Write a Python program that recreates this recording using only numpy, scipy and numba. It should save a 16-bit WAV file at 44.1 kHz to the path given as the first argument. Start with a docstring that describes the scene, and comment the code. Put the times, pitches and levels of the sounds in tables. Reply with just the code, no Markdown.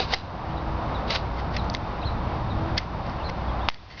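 """A small card box is slid onto a garden slab, picked up, turned in the fingers and snapped.
Its friction is a dense train of tiny slips; its bumps and clicks excite damped modes. Behind it
lie far traffic, wind rumble, machinery hum, faint hoots and a small bird's gliding whistles.
An automatic gain control ducks at each loud click and creeps back; the sound ends near 6 kHz."""
import sys
import numpy as np
from scipy import signal
from scipy.fft import rfft, irfft
from scipy.io import wavfile
from scipy.ndimage import uniform_filter1d
from numba import njit

SR = 44100
rng = np.random.default_rng(int(sys.argv[2]) if len(sys.argv) > 2 else 0)


def unload_audio(sound):
    """Save the sound as a 16-bit wav file, at the path given as the first command line argument."""
    columns = np.transpose(np.atleast_2d(sound))
    # keep every value between -1 and 1, then stretch to whole-number steps
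    steps = np.round(np.clip(columns, -1, 1) * 32767)
    wavfile.write(sys.argv[1], SR, steps.astype(np.int16))


N = 176400

# wall modes of the box (frequency [Hz], level [dB], T60 [s])
WALL_MODES = [(1892.3, -5.5, 0.017), (2081.2, -1, 0.024), (2643, -11.5, 0.017), (3111.7, -12, 0.012),
              (3489.6, -11, .012), (4459.1, -7.5, .016), (4711.8, -9.5, 0.016), (5196, -9, 0.0096),
              (5732, -17.5, .01)]


def amp(db):
    """Amplitude ratio of a level in decibels."""
    return 10 ** (np.asarray(db) / 20)


def unit(x):
    """Normalisation to an rms of 1."""
    return x / np.sqrt(np.mean(x ** 2))


def clock():
    """Sample times in seconds."""
    return np.arange(N) / SR


def colour(x, spectrum):
    """Zero-phase filtering by a curve of (frequency [Hz], gain [dB])."""
    hz, db = np.array(spectrum).T
    bin_hz = np.maximum(np.arange(N + 1) * SR / (2 * N), 1)
    gain = amp(np.interp(np.log(bin_hz), np.log(hz), db))
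    return irfft(rfft(x, 2 * N) * gain)[:N]


def noise(spectrum):
    """Spectrally shaped Gaussian noise of rms 1."""
    return unit(colour(rng.standard_normal(N), spectrum))


def drift(rate_hz):
    """Random modulation: smoothed steps of rms 1."""
    hold = int(SR / rate_hz)
    steps = np.repeat(rng.standard_normal(512), hold)[:N]
    return unit(uniform_filter1d(uniform_filter1d(steps, hold), hold))


def fade(t, t60):
    """Exponential decay, 60 dB in t60 seconds."""
    return np.exp(-np.log(1000) * t / t60)


def add(out, start, x):
    """Superposition of x from a start time in seconds."""
    i = max(int(start * SR), 0)
    out[i:i + len(x)] += x[:max(N - i, 0)]


def ringing(modes):
    """Impulse response as a sum of damped modes."""
    t = clock()[:SR // 10]
    return sum(amp(db) * fade(t, t60) * np.cos(2 * np.pi * hz * t) for hz, db, t60 in modes)


def stick_slip(slips_per_s=3200, spread_db=4.5):
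    """Stick-slip friction as a Poisson train of uneven impulses."""
    slipping = rng.random(N) < slips_per_s / SR
    return slipping * rng.choice([-1, 1], N) * amp(spread_db * np.minimum(rng.exponential(size=N), 2))


def envelope(strokes):
    """Strokes swell and decay exponentially and add in power."""
    t = clock()
    return np.sqrt(sum(amp(db - 20 * np.maximum((peak - t) / rise, (t - peak) / fall)) ** 2
                       for peak, db, rise, fall in strokes))


def sliding():
    """Sliding friction: the box grates on the slab in tiny slips."""
    # (peak time [s], level [dB], 20 dB rise [s], 20 dB fall [s])
    slides = [(.003, -22, .02, 0.07), (.139, -20, 0.05, 0.0828), (1.079, -36, .01, 0.0761),
              (1.106, -21, .016, 0.0789), (1.157, -21.5, 0.045, 0.042)]
    # card on slab (frequency [Hz], level [dB])
    grating_spectrum = [(200, -9.5), (730, 3), (1130, -0.5), (1600, -3), (2300, -3), (2850, -1),
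                        (3250, -5.5), (4000, 3), (4300, -2.5), (4700, -1), (5400, -7.5), (9000, -12),
                        (16000, -24)]
    return unit(colour(stick_slip(), grating_spectrum)) * envelope(slides)


def outdoors():
    """Random modulation makes far tyre noise swell, wind rumble gust and machinery hum waver."""
    # tyre noise (frequency [Hz], level [dB])
    traffic_spectrum = [(150, -6.5), (250, -2.5), (420, -5.5), (600, -1), (800, .5), (1000, -0.5),
                        (1250, -5.5), (1600, -12.5), (2200, -18), (3200, -23.5), (4500, -27), (6500, -34)]
    # wind rumble (frequency [Hz], level [dB])
    wind_spectrum = [(15, -13), (30, -4.5), (45, -3), (65, 0), (85, -1.5), (120, -4), (180, -6.5),
                     (260, -15.5), (500, -30), (3000, -63.5)]
    # slow trends (time [s], traffic level [dB], wind level [dB])
    trends = [(0, -33.5, -33), (.3, -29.5, -28.5), (.6, -29.5, -29.5), (.9, -29, -29.5), (1.35, -31.5, -31),
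              (1.65, -31, -28.5), (1.9, -30.5, -30), (2.2, -31, -28), (2.7, -31.5, -29), (3.0, -30, -29),
              (3.35, -31, -31.5), (3.6, -30.5, -31), (4, -36, -35.5)]
    # far machinery (frequency [Hz], level [dB])
    hum_partials = [(59.3, -33.5), (94.5, -37.5), (322, -47.5)]
    t, hum = clock(), np.zeros(N)
    times, traffic_db, wind_db = np.array(trends).T
    traffic = noise(traffic_spectrum) * amp(np.interp(t, times, traffic_db) + .5 * drift(14))
    wind = noise(wind_spectrum) * amp(np.interp(t, times, wind_db) + .98 * drift(12))
    for hz, db in hum_partials:
        flutter_db = 2.8 * drift(5)
        wavering_hz = hz * (1 + .012 * drift(12))
        hum += amp(db + flutter_db) * np.sin(2 * np.pi * np.cumsum(wavering_hz) / SR)
    return traffic + wind + hum


def bumps(rise_s=.002):
    """Impacts on the slab excite the hollow modes of the box."""
    # (time [s], level [dB])
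    impacts = [(.0025, -9), (.1335, -15), (.1455, -12)]
    # (frequency [Hz], level [dB], T60 [s])
    hollow_modes = [(500, -3, .018), (760, 0, .02)]
    out, t = np.zeros(N), clock()[:SR // 10]
    for start, db in impacts:
        add(out, start, amp(db) * ringing(hollow_modes) * (1 - fade(t, rise_s)))
    return out


def clicks(crack_db=-10.5, crack_t60_s=.00853):
    """Impulsive excitation: a broadband crack, ringing walls and a short knock of the edges."""
    # (time [s], level [dB], relative ring level [dB], relative knock level [dB])
    impulses = [(.1376, 2, 4, -15), (.1386, 3, 3, -14), (.143, 6.5, -2, -24), (1.1062, -4.5, -8.5, -19.5),
                (1.151, -7.5, -5.5, -24), (1.1613, -1, -9.5, -24.5), (1.5655, -12, 5, -20),
                (1.569, -13, 0, -22), (1.7488, -1, -3, -20), (2.7795, 2, -1, -24), (2.7812, 0, -1, -24),
                (2.784, -2, 3, -18), (3.6869, 20, -10, 1), (3.6893, 9, 0, -6), (3.6915, 7.5, -4.5, -12),
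                (3.6961, 3, -3, -19), (3.7, 3, -2.5, -6.5), (3.744, -1, -9, -23.5)]
    # stiff edges (frequency [Hz], level [dB], T60 [s])
    edge_modes = [(988.5, 0, .0045), (2391, -4, 0.0028)]
    # (frequency [Hz], level [dB])
    crack_spectrum = [(300, -19.5), (1200, -11.5), (2500, -5.5), (4000, 0), (5000, -1.5), (7000, -4),
                      (14000, -9.5)]
    out, bursts, t = np.zeros(N), np.zeros(N), clock()[:SR // 10]
    ring, knock = amp(-16) * ringing(WALL_MODES), ringing(edge_modes)
    for start, db, ring_db, knock_db in impulses:
        add(out, start, amp(db) * (amp(ring_db) * ring + amp(knock_db) * knock))
        add(bursts, start, amp(db + crack_db) * fade(t, crack_t60_s))
    return out + bursts * noise(crack_spectrum)


def hoots():
    """Far, low pure tones glide linearly in frequency under a half-sine envelope."""
    # (start [s], duration [s], level [dB], frequency [Hz], glide [Hz/s])
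    tones = [(.25, .8, -35.5, 326, -10), (2.52, .26, -31, 317, 69)]
    out = np.zeros(N)
    for start, length, db, hz, glide in tones:
        t = clock()[:int(length * SR)]
        phase = 2 * np.pi * (hz + .5 * glide * t) * t
        add(out, start, amp(db) * np.sin(np.pi * t / length) * np.sin(phase))
    return out


def bird(warble_depth=.012, rasp_db=2.5, reverb_t60_s=.3, reverb_db=-7.5):
    """Frequency-modulated, slightly raspy whistles reverberate by scattering from the trees."""
    # rising, falling and arched notes (time [s], level [dB], pitch [Hz])
    rising_notes = [(.482, -46, 3100), (3.606, -44, 3700)]
    falling_notes = [(.564, -42, 4000), (.944, -37, 3980), (1.577, -37, 4093), (2.012, -40, 4020),
                     (2.497, -42.5, 4080), (3.194, -41, 2950), (3.475, -45, 3600), (3.64, -47.5, 3800)]
    arched_notes = [(2.029, -33.5, 4270), (3.221, -37.5, 4350)]
    # their contours (time from onset [s], pitch ratio [1], level [dB])
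    rise = [(0, .86, -8), (.012, .93, 0), (.032, 1, -6)]
    fall = [(0, 1.01, -15), (.008, .985, -1), (0.021, .93, 0.5), (.036, .86, -15)]
    arch = [(0, .58, -7), (.012, .76, -8), (.025, .95, -3), (.034, 1, 0), (.041, 0.99, 0.5),
            (.048, .94, -0.5), (.059, .925, -3), (.07, .93, -16)]
    direct, t = np.zeros(N), clock()
    for notes, contour in ((rising_notes, rise), (falling_notes, fall), (arched_notes, arch)):
        times, ratio, contour_db = np.array(contour).T
        age = t[:int(times[-1] * SR)]
        for start, db, hz in notes:
            warble = 1 + warble_depth * drift(260)[:len(age)]
            phase = 2 * np.pi * np.cumsum(hz * np.interp(age, times, ratio) * warble) / SR
            level_db = db + np.interp(age, times, contour_db) + rasp_db * drift(600)[:len(age)]
            add(direct, start, amp(level_db) * np.sin(phase))
    echoes = rng.standard_normal(SR) * fade(t[:SR], reverb_t60_s)
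    return direct + amp(reverb_db) * signal.fftconvolve(direct, echoes / np.linalg.norm(echoes))[:N]


def rubbing(ring_db=-1):
    """Forced vibration: the friction of the fingers rustles and drives the wall modes."""
    # (peak time [s], level [dB], 20 dB rise [s], 20 dB fall [s])
    rubs = [(1.4, -37, 0.0774, 0.0298), (1.541, -35, .025, 0.0735), (1.568, -24, .005, 0.009),
            (2.78, -16.5, 0.01, 0.0164), (2.802, -35, 0.00899, 0.0679), (3.062, -41.5, 0.0304, 0.1742),
            (3.3, -29, 0.018, 0.0007), (3.72, -22, .03, 0.0593), (3.908, -31.5, 0.038, 0.1121),
            (3.985, -26.5, 0.03008, 0.9845)]
    # skin on card (frequency [Hz], level [dB])
    skin_spectrum = [(300, -12), (1200, -3), (2000, 1), (3500, -4), (5000, -7), (9000, -15.5), (16000, -25)]
    slips = stick_slip()
    rustle = unit(colour(slips, skin_spectrum))
    walls = unit(signal.fftconvolve(slips, ringing(WALL_MODES))[:N])
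    return unit(rustle + amp(ring_db) * walls) * envelope(rubs)


def nail_ticks(t60_s=.010):
    """Brief contacts of fingernails on the edges radiate bright, fast-decaying noise."""
    # (time [s], level [dB])
    ticks = [(1.643, -34), (1.6995, -22.5), (1.7328, -31), (1.7402, -20), (1.7587, -32), (1.7683, -29),
             (2.7808, -10), (2.7965, -26), (3.097, -33)]
    # (frequency [Hz], level [dB])
    nail_spectrum = [(1500, -22), (3000, -11), (4600, 0), (7000, -6), (12000, -24)]
    bursts, t = np.zeros(N), clock()[:SR // 10]
    for start, db in ticks:
        add(bursts, start, amp(db) * fade(t, t60_s))
    return bursts * noise(nail_spectrum)


def scene():
    """Box, garden and bird superpose at one microphone."""
    return (sliding() + outdoors() + bumps() + clicks() + hoots() + bird() + rubbing() + nail_ticks())[None]


@njit
def gain_reduction(excess_db, attack_s, recovery_s):
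    """A first-order envelope follower with separate rising and falling time constants."""
    out, cut_db = np.empty(len(excess_db)), 0.
    for i in range(len(excess_db)):
        lag_s = attack_s if excess_db[i] > cut_db else recovery_s
        cut_db += (excess_db[i] - cut_db) / (lag_s * SR)
        out[i] = cut_db
    return out


def record(dry, threshold_db=-13, saturation=.65, thump_per_db=.0024, thump_s=.045):
    """Compression ducks with a soft thump, peaks saturate, the preamp whines and hisses, treble is cut."""
    # preamp noise (frequency [Hz], level [dB])
    hiss_spectrum = [(100, -1.5), (900, 1.5), (2000, 1), (4500, -1), (6500, -4.5)]
    # treble loss (frequency [Hz], gain [dB])
    roll_off = [(4700, 0), (5500, -3.5), (6000, -8.5), (6500, -17), (7000, -34.5)]
    whine = amp(-56.5) * np.sin(2 * np.pi * 3673.6 * clock())
    x = dry[0] + whine
    excess_db = np.maximum(20 * np.log10(np.abs(x) + 1e-9) - threshold_db, 0)
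    cut_db = gain_reduction(excess_db, attack_s=.00033, recovery_s=.48206)
    duck_steps_db = np.maximum(np.diff(cut_db, prepend=0), 0)
    thump = thump_per_db * signal.lfilter([1], [1, -np.exp(-1 / (thump_s * SR))], duck_steps_db)
    limited = saturation * np.tanh(x * amp(-cut_db) / saturation)
    hiss = amp(-51) * noise(hiss_spectrum)
    low_pass = signal.ellip(10, .1, 80, 7050, fs=SR, output="sos")
    return signal.sosfilt(low_pass, colour(limited + thump + hiss, roll_off))[None]


dry = scene()
out = record(dry)
unload_audio(out)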